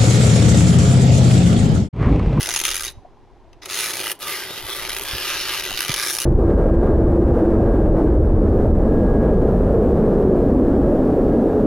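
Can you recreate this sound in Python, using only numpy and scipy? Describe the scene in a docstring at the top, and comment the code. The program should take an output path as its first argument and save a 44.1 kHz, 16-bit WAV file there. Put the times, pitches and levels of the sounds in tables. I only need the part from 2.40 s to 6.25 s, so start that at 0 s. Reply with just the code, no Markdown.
"""Metal rod scoring a circle into pond ice in three strokes, outdoors, a few metres away.
Rasp: random grain fractures, partly gated into quick skips, through rod-and-ice resonances; hard catches on top.
Sheet: low-filtered fractures. Boots: filtered noise thuds and one falling heel knock.
Around it: two decaying noise echoes of the rod, light wind, distant air and faint gurgling sine blips."""
import sys
import numpy as np
from scipy import signal
from scipy.fft import rfft, irfft
from scipy.io import wavfile
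from scipy.ndimage import uniform_filter1d

SR = 44100
rng = np.random.default_rng(int(sys.argv[2]) if len(sys.argv) > 2 else 0)


def to_wav(sig):
    """Store sig (one row per channel, or 1-D mono) as 16-bit WAV at the path in sys.argv[1].

    Samples outside -1..1 are clipped; the rate is SR.
    """
    pcm = np.clip(np.atleast_2d(sig), -1, 1) * 32767
    pcm = np.round(pcm).astype(np.int16)
    wavfile.write(sys.argv[1], SR, pcm.T)  # frames by channels


N = 169785
TIME_S = np.arange(N) / SR
FFT_SIZE, HOP = 2048, 512
HZ = np.fft.rfftfreq(FFT_SIZE, 1 / SR)
FULL_HZ = np.fft.rfftfreq(N, 1 / SR)
FRAME_S = np.arange(-(-N // HOP) + 1) * HOP / SR

# rasp, one table per stroke: t/s, level/dB, treble relative to it/dB
STROKE_LEVELS = [
    [(0.0, -27.5, -15), (0.006, -28.5, -0.5), (0.106, -26.5, -7), (0.194, -22, -1), (0.208, -27, -2),
     (0.234, -30, -6), (0.25, -18.5, -7), (0.316, -22, -5.5), (0.322, -27, -7), (0.36, -24, 0.5),
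     (0.39, -31.5, 2), (0.396, -31.5, -2), (0.446, -29, 0), (0.48, -25, -10), (0.53, -63.5, 4)],
    [(1.218, -37, -28), (1.232, -37.5, -14), (1.242, -44, -9), (1.26, -28, -8), (1.274, -53, -4),
     (1.292, -31.5, -6), (1.394, -24.5, -3), (1.576, -30.5, -1.5), (1.71, -27.5, -2.5), (1.716, -22.5, 9.5),
     (1.736, -55, 4), (1.76, -53, 4)],
    [(1.79, -54, 6), (1.82, -29.5, -4.5), (1.85, -33, -2), (1.89, -27, -2), (2.05, -32.5, -5),
     (2.06, -35, -4), (2.19, -32.5, -5), (2.24, -37.5, -0.5), (2.33, -26.5, -5), (2.34, -31.5, 0),
     (2.48, -30.5, -6), (2.49, -26, -4), (2.62, -34, 3), (2.7, -27.5, -7), (2.8, -28.5, -5),
     (2.9, -24.5, -7.5), (3.03, -27, -8), (3.14, -24.5, -6.5), (3.33, -30, -7), (3.41, -23.5, -6.5),
     (3.47, -30.5, -4), (3.5, -22.5, -13), (3.51, -25, -8.5), (3.71, -25, -1.5), (3.72, -29, 1.5),
     (3.85, -28, -1)],
]
# low drone of the ice sheet under the tip: t/s, level/dB
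DRONE_LEVEL = [(0, -39), (.09, -43), (.3, -43), (.48, -48), (.56, -65.5), (1.2, -67), (1.24, -46),
               (1.36, -41), (1.71, -37), (1.77, -58), (1.83, -41), (2.25, -41.5), (2.9, -39.5), (3.85, -40)]
# share of the rasp's power in skips: t/s, share/0-1
SKIP_SHARE = [(0, 0.8), (.42, .95), (.49, 0.6), (1.3, .55), (1.42, 0.36), (1.62, 0.67), (1.9, 0.3),
              (2.05, .15), (2.2, 0.52), (2.4, .5), (2.6, .92), (2.76, .38), (2.95, .25), (3.17, .42),
              (3.25, 0.79), (3.5, 0.76), (3.64, 0.63), (3.8, 0.86)]
# tip on its circle: t/s, place/0 right - 1 left
TIP_PLACE = [(0, 0.018), (.5, 0.087), (1.25, .2), (1.65, 0.55), (2.1, 1), (2.8, 0.88), (3.3, 0.78),
             (3.6, 0.23), (3.85, 0.18)]
# rasp colour at the right of the circle: f/Hz, level/dB
RIGHT_COLOUR = [(500, -25), (1000, -7.5), (1400, -2), (3000, -2), (4600, -3.5), (5700, -2.5), (6450, -0.5),
                (7100, -7.5), (8200, -13.5), (9300, -5), (10400, -1), (11500, -9), (13000, -13),
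                (16000, -18.5)]
# rasp colour at the left of the circle: f/Hz, level/dB
LEFT_COLOUR = [(500, -19), (950, -8), (1200, -1), (2700, 0), (3900, 0), (4800, -2), (6200, -6),
               (7200, -15.5), (9000, -18), (10000, -13.5), (11000, -6), (12000, -13), (13600, -13),
               (16000, -23.5)]
# steady ringing of rod on ice: f/Hz, width/Hz, lift/dB
ROD_RINGS = [(1154, 50, 0), (1506, 30, 1), (1762, 17, -2), (2000, 60, 3.5), (2680, 50, 2), (3000, 74, 2.5),
             (3830, 70, 3), (5380, 60, 2.5), (6470, 150, 0)]
# passing resonances as grip and angle change: t/s, spread/s, f/Hz, width/Hz, lift/dB, glide/(Hz/s)
PASSING_RINGS = [(.2, .3, 6400, 350, 7, 2.5), (.27, .09, 3160, 900, 6.5, 0),
                 (0.485, 0.036, 3860, 350, 15.5, 2), (1.692, .06, 3000, 300, 10, -1),
                 (1.876, 0.1, 1190, 180, 12.5, 2), (1.948, 0.082, 2110, 250, 5, 0),
                 (2.33, 0.044, 3450, 300, 10, 0), (2.62, 0.29, 2540, 220, 3, 0),
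                 (3.02, 0.41, 2690, 260, 7, 750), (3.42, 0.098, 2950, 350, 5.5, 0),
                 (2.87, 0.24, 5370, 120, 6, 0), (3.703, .16, 5550, 500, 10, 3000),
                 (3.63, 0.11, 1680, 260, 5.5, 1200)]
# ice sheet resonances: f/Hz, relative level/dB
SHEET_COLOUR = [(40, -25.5), (90, -6), (130, -6), (200, -12), (270, -10.5), (320, 1), (395, 1.5), (470, -4),
                (650, -3), (900, -7), (1400, -10.5), (4000, -63.5)]
# left-right correlation: f/Hz, likeness/0-1
STEREO_LIKENESS = [(60, 0.98), (150, 0.98), (350, 0.99), (600, 0.95), (1200, .98), (2500, 1), (4500, 0.61),
                   (6500, 0.65), (8000, .45), (10500, 0.96), (13000, .5), (16000, .45)]
# tip catches and breaks out a chip: t/s, relative strength/dB
CHIP_CATCHES = [(0.0887, -7), (0.0957, -10), (0.189, -6), (0.1995, -6), (0.2369, -5.5), (0.2506, -1.5),
                (0.263, -6), (0.2666, -9.5), (0.2787, -8.5), (0.3015, -11), (0.3419, -9.5), (0.3634, -9),
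                (0.3758, -11.5), (0.4329, -12), (0.476, -15), (1.13, -32), (1.22, -27), (1.256, -14.5),
                (1.5334, -9.5), (1.715, -7.5), (2.4897, -11), (2.5163, -13.5), (2.545, -13), (2.5643, -10),
                (2.6098, -10.5), (2.6493, -12.5), (3.222, -15), (3.236, -11), (3.4047, -3.5),
                (3.4183, -8.5), (3.48, -9), (3.5397, -3), (3.5608, -10.5), (3.785, -6)]
# boots on the ice: t/s, level/dB, f/Hz, width/Hz, rise/s
BOOT_STEPS = [(0.074, -28, 662, 400, 0.011), (0.571, -30, 60, 60, 0.0057), (0.647, -34.5, 712, 130, 0.0067),
              (2.103, -29, 380, 400, 0.0041), (2.22, -32, 59.4, 70, 0.011), (2.729, -22, 80, 149, 0.0086),
              (3.309, -26, 600, 900, 0.0033)]
# distant air: f/Hz, relative level/dB
AIR_COLOUR = [(60, -17), (110, -4.5), (190, -10), (260, -5), (370, -2), (540, -13), (900, -10), (1250, -21),
              (1900, -24), (3900, -30), (6000, -35.5), (9000, -45), (12500, -52), (16000, -65.5)]
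# wind: f/Hz, relative level/dB
WIND_COLOUR = [(15, -1.5), (35, 2), (70, -4.5), (120, -15), (250, -30), (800, -73.5)]
# wind strength: t/s, level/dB
WIND_STRENGTH = [(0, -41), (.45, -42), (.7, -51), (1.2, -50), (1.5, -62), (2.1, -53.5), (2.5, -41),
                 (2.85, -46), (3.28, -46.5), (3.35, -35), (3.42, -53), (3.54, -42), (3.65, -54.5)]
# reflections: f/Hz, relative level/dB
REFLECTION_COLOUR = [(300, 0.5), (3500, -1.5), (7000, -4.5), (15000, -18)]

GRAINS_PER_S, GRAIN_SPREAD_DB, GRAIN_CAP = 14000, 3.5, 4.76  # cap in multiples of the spread
SPLINTERS_PER_S, SPLINTER_DB = 45, 14  # sharp snaps, relative to grain rms
SKIPS_PER_S, SKIP_JITTER, SKIP_WIDTH_S, SKIP_SPREAD_DB = 112, 0.24, 0.0012, 2
RIPPLE_DB, RIPPLE_HZ, RIPPLE_S = 1.8, 90, 0.19  # fine colour ripple, drifting as the tip moves
PATCH_DB, PATCH_HZ, PATCH_S = 2.0, 460, 0.081  # broader, quicker contact changes
LEAD_RIGHT_S, LEAD_LEFT_S = -0.0069e-3, 0.037e-3  # left microphone's lead
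LEAD_TOP_HZ = 9000  # camera body stops the phase difference growing above this
STICK_S, STICK_DEPTH = 0.007, 0.7
CATCH_DB, CATCH_RISE_S, CATCH_FADE_S = -6, 0.0018, 0.0023
# below SOFT_DB of listed strength, treble falls by DULLING dB per dB
CATCH_TREBLE_DB, SOFT_DB, DULLING = -3, -14, 1
ECHO_DB, ECHO_T60_S, BANK_DB, BANK_T60_S = -16.5, 0.045, -23, 0.3
BLIPS_PER_S, BLIP_DB, BLIP_LOW_HZ, BLIP_HIGH_HZ, BLIP_S = 60, -54.5, 600, 1060, 0.0041
AIR_DB = -54
KNOCK_S, KNOCK_DB, KNOCK_RISE_S = 3.491, -17.5, 0.006
KNOCK_FIRST_HZ, KNOCK_LAST_HZ, KNOCK_GRIT = 168, 110, 0.3
EDGE_HZ = 15950


def amp(db):
    """Decibels to gain."""
    return 10 ** (np.asarray(db) / 20)


def unit(x):
    """Scale to rms 1."""
    return x / np.sqrt(np.mean(x ** 2) + 1e-20)


def curve(rows, t, axis=1):
    """Interpolate one table column over time."""
    rows = np.array(rows, float)
    return np.interp(t, rows[:, 0], rows[:, axis])


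def shape(rows, hz):
    """Interpolate a table over log frequency."""
    f, value = np.transpose(rows)
    return np.interp(np.log(hz + 1), np.log(f + 1), value)


def tinted(x, rows):
    """Filter by a spectrum, to rms 1."""
    return unit(irfft(rfft(x) * amp(shape(rows, FULL_HZ)), N))


def pair(x):
    """Mix two independent signals to the left-right correlation at each frequency."""
    same = np.clip(shape(STEREO_LIKENESS, FULL_HZ), 0, 1)
    mid, side = rfft(x) * np.sqrt([(1 + same) / 2, (1 - same) / 2])
    return irfft(np.array([mid + side, mid - side]), N)


def grains():
    """Dense tiny fractures of uneven size and random sign, with a few sharp splinters."""
    fires = rng.random(N) < GRAINS_PER_S / SR
    size_db = GRAIN_SPREAD_DB * np.minimum(rng.exponential(1, N), GRAIN_CAP)
    size = unit(amp(size_db) * fires)
    size = size + amp(SPLINTER_DB) * (rng.random(N) < SPLINTERS_PER_S / SR)
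    return unit(size * rng.choice([-1., 1.], (2, N)))


def skipping(count=700):
    """Stick-slip: the tip bites in short uneven bursts, blended with steady ploughing."""
    gap, size, width = np.clip(rng.standard_normal((count, 3)), -2, 2).T
    gaps_s = np.exp(SKIP_JITTER * gap) / SKIPS_PER_S
    gains = amp(SKIP_SPREAD_DB * size) * np.sqrt(gaps_s)  # longer wait, harder bite
    widths_s = SKIP_WIDTH_S * np.exp(0.19 * width)
    power = np.zeros(N)
    for s, gain, w in zip(np.cumsum(gaps_s), gains, widths_s):
        near = slice(*np.searchsorted(TIME_S, [s - 10 * w, s + 10 * w]))
        power[near] += gain ** 2 * np.exp(-0.5 * abs((TIME_S[near] - s) / w) ** 2.45)
    # level out the local mean power
    local = uniform_filter1d(uniform_filter1d(power, size=1500), size=1500)
    power /= abs(local) + 1e-12
    share = np.clip(curve(SKIP_SHARE, TIME_S), 0, 0.98)
    return np.sqrt(1 - share + share * power)


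def ripple(width_hz, length_s):
    """Smooth random field over frames and frequency, rms 1."""
    z = rng.standard_normal((len(FRAME_S), len(HZ)))
    per_s = np.fft.fftfreq(len(FRAME_S), FRAME_S[1])[:, None]
    per_hz = np.fft.rfftfreq(len(HZ), HZ[1])
    smooth = np.exp(-2 * (per_s * length_s) ** 2) / (1 + (per_hz * width_hz) ** 2)
    return unit(np.fft.irfft2(np.fft.rfft2(z) * smooth, z.shape))


def rod_colour(x, treble_db):
    """Rod-and-ice resonances; colour and arrival time follow the tip round its circle."""
    place = np.clip(curve(TIP_PLACE, FRAME_S), 0, 1)[:, None]
    db = (1 - place) * shape(RIGHT_COLOUR, HZ) + place * shape(LEFT_COLOUR, HZ)
    db = db + RIPPLE_DB * ripple(RIPPLE_HZ, RIPPLE_S)
    db = db + PATCH_DB * ripple(PATCH_HZ, PATCH_S)
    for hz, width, lift_db in ROD_RINGS:
        db = db + lift_db / (1 + (2 * (HZ - hz) / width) ** 2)
    for s, spread, hz, width, lift_db, glide in PASSING_RINGS:
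        t = FRAME_S[:, None] - s
        resonance = 1 / (1 + (2 * (HZ - hz - glide * t) / width) ** 2)
        db = db + lift_db * np.exp(-2 * (t / spread) ** 2) * resonance
    gain = amp(db) * (HZ + 10) ** 2 / (HZ ** 2 + 350 ** 2)  # bass roll-off

    # body and treble normalised apart, crossfading over 6-8.5 kHz
    body, top = (HZ > 1000) & (HZ < 7000), HZ > 8000
    body_rms = np.sqrt(np.mean((gain * body) ** 2, 1, keepdims=True))
    top_rms = np.sqrt(np.mean((gain * top) ** 2, 1, keepdims=True))
    upper = np.clip((HZ - 6000) / 2500, 0, 1)
    treble_gain = amp(treble_db)[:, None] / top_rms
    log_gain = np.log(gain) - (1 - upper) * np.log(body_rms) + upper * np.log(treble_gain)

    # minimum phase by folding the cepstrum
    fold = np.r_[1, np.full(len(HZ) - 2, 2), 1, np.zeros(len(HZ) - 2)]
    causal = np.exp(rfft(irfft(log_gain) * fold))
    lead_s = LEAD_RIGHT_S + place * (LEAD_LEFT_S - LEAD_RIGHT_S)
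    turn = np.exp(1j * np.pi * np.minimum(HZ, LEAD_TOP_HZ) * lead_s)  # half the lead per side
    z = signal.stft(pair(x), nperseg=FFT_SIZE, noverlap=FFT_SIZE - HOP)[2]
    z = z * np.array([(causal * turn).T, (causal / turn).T])
    return signal.istft(z, nperseg=FFT_SIZE, noverlap=FFT_SIZE - HOP)[1][:, :N]


def scrape(bite):
    """Rasp of the three strokes: coloured fractures, stalling where the tip catches."""
    level = np.zeros(N)
    for rows in STROKE_LEVELS:
        active = (TIME_S >= rows[0][0]) & (TIME_S <= rows[-1][0])
        level += amp(curve(rows, TIME_S)) * active
    # each stall centres 2 ms before its catch
    stalls = [np.exp(-np.minimum(((TIME_S - s + 0.002) / STICK_S) ** 2, 30)) for s, _ in CHIP_CATCHES]
    level = level * (1 - STICK_DEPTH * np.max(stalls, 0))
    treble_db = curve(np.vstack(STROKE_LEVELS), FRAME_S, axis=2)
    return rod_colour(grains() * bite * level, treble_db)


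def sheet(bite):
    """Fractures in the same skips drive the low resonances of the ice sheet."""
    return tinted(pair(grains() * bite), SHEET_COLOUR) * amp(curve(DRONE_LEVEL, TIME_S))


def echo(x, t60_s):
    """Reflections: convolution with exponentially decaying coloured noise."""
    t = np.arange(SR // 2) / SR
    noise = tinted(pair(rng.standard_normal((2, N))), REFLECTION_COLOUR)[:, :len(t)]
    tail = noise * amp(-60 * t / t60_s) * (t > 0.002)
    return signal.fftconvolve(x, tail / np.linalg.norm(tail[0]), axes=1)[:, :N]


def blips(count=360):
    """Faint gurgle, perhaps water trickling at the bank: short sine blips at random times."""
    out = np.zeros(N)
    gap, pitch, size = rng.random((count, 3)).T
    starts_s = np.cumsum(2 * gap) / BLIPS_PER_S
    pitches_hz = BLIP_LOW_HZ * (BLIP_HIGH_HZ / BLIP_LOW_HZ) ** pitch
    gains = amp(BLIP_DB + 10 * (size - 0.5))
    for s, hz, gain in zip(starts_s, pitches_hz, gains):
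        near = slice(*np.searchsorted(TIME_S, [s, s + 10 * BLIP_S]))
        t = TIME_S[near] - s
        envelope = t / BLIP_S * np.exp(1 - t / BLIP_S)
        out[near] += gain * envelope * np.sin(2 * np.pi * hz * t)
    return out


def outdoors():
    """Steady distant air, and low wind noise buffeting each microphone, partly shared."""
    air = amp(AIR_DB) * tinted(pair(rng.standard_normal((2, N))), AIR_COLOUR)
    gusts = rng.standard_normal((3, N))
    wind = tinted(gusts[:2] + 0.45 * gusts[2], WIND_COLOUR)
    return air + wind * amp(curve(WIND_STRENGTH, TIME_S))


def boots():
    """Resonant noise scuffs and thuds, and one heel knock booming through the sheet as its pitch falls."""
    out = np.zeros((2, N))
    scuff = rfft(pair(rng.standard_normal((2, N))))
    for s, db, hz, width, rise_s in BOOT_STEPS:
        u = np.maximum(TIME_S - s, 0) / rise_s
        push = irfft(scuff / (1 + (2 * (FULL_HZ - hz) / width) ** 2), N) * u * np.exp(-u)
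        out += amp(db) * push / np.sqrt(np.sum(push ** 2) / (rise_s * SR))
    u = np.maximum(TIME_S - KNOCK_S, 0) / KNOCK_RISE_S
    knock_hz = KNOCK_LAST_HZ + (KNOCK_FIRST_HZ - KNOCK_LAST_HZ) * np.exp(-u / 2)
    turns = np.cumsum(knock_hz * (u > 0)) / SR
    grit = unit(uniform_filter1d(irfft(scuff, N), size=50))
    envelope = u ** 2 * np.exp(2 - 2 * u)
    return out + amp(KNOCK_DB) * envelope * (np.sin(2 * np.pi * turns) + KNOCK_GRIT * grit)


def catches():
    """Single hard bites: short grain bursts through the rod; light touches are duller."""
    level, t = np.zeros(N), TIME_S[:2000]
    burst = np.minimum(t / CATCH_RISE_S, 1) * np.exp(-t / CATCH_FADE_S)
    for s, db in CHIP_CATCHES:
        level[round(s * SR):][:len(t)] += amp(db + CATCH_DB) * burst
    softness_db = np.minimum(curve(CHIP_CATCHES, FRAME_S) - SOFT_DB, 0)
    return rod_colour(grains() * level, CATCH_TREBLE_DB + DULLING * softness_db)


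def scene():
    """Rod with short reflections and a longer tail from the banks; boots, gurgle and air stay dry."""
    bite = skipping()
    rod = scrape(bite) + catches() + sheet(bite)
    near_echo = amp(ECHO_DB) * echo(rod, ECHO_T60_S)
    bank_echo = amp(BANK_DB) * echo(rod, BANK_T60_S)
    return rod + near_echo + bank_echo + boots() + blips() + outdoors()


def record(dry):
    """Linear-phase low-pass at EDGE_HZ."""
    lowpass = signal.firwin(601, EDGE_HZ, window=("kaiser", 9), fs=SR)
    return signal.oaconvolve(dry, lowpass[None], "same")


dry = scene()
out = record(dry)
to_wav(out)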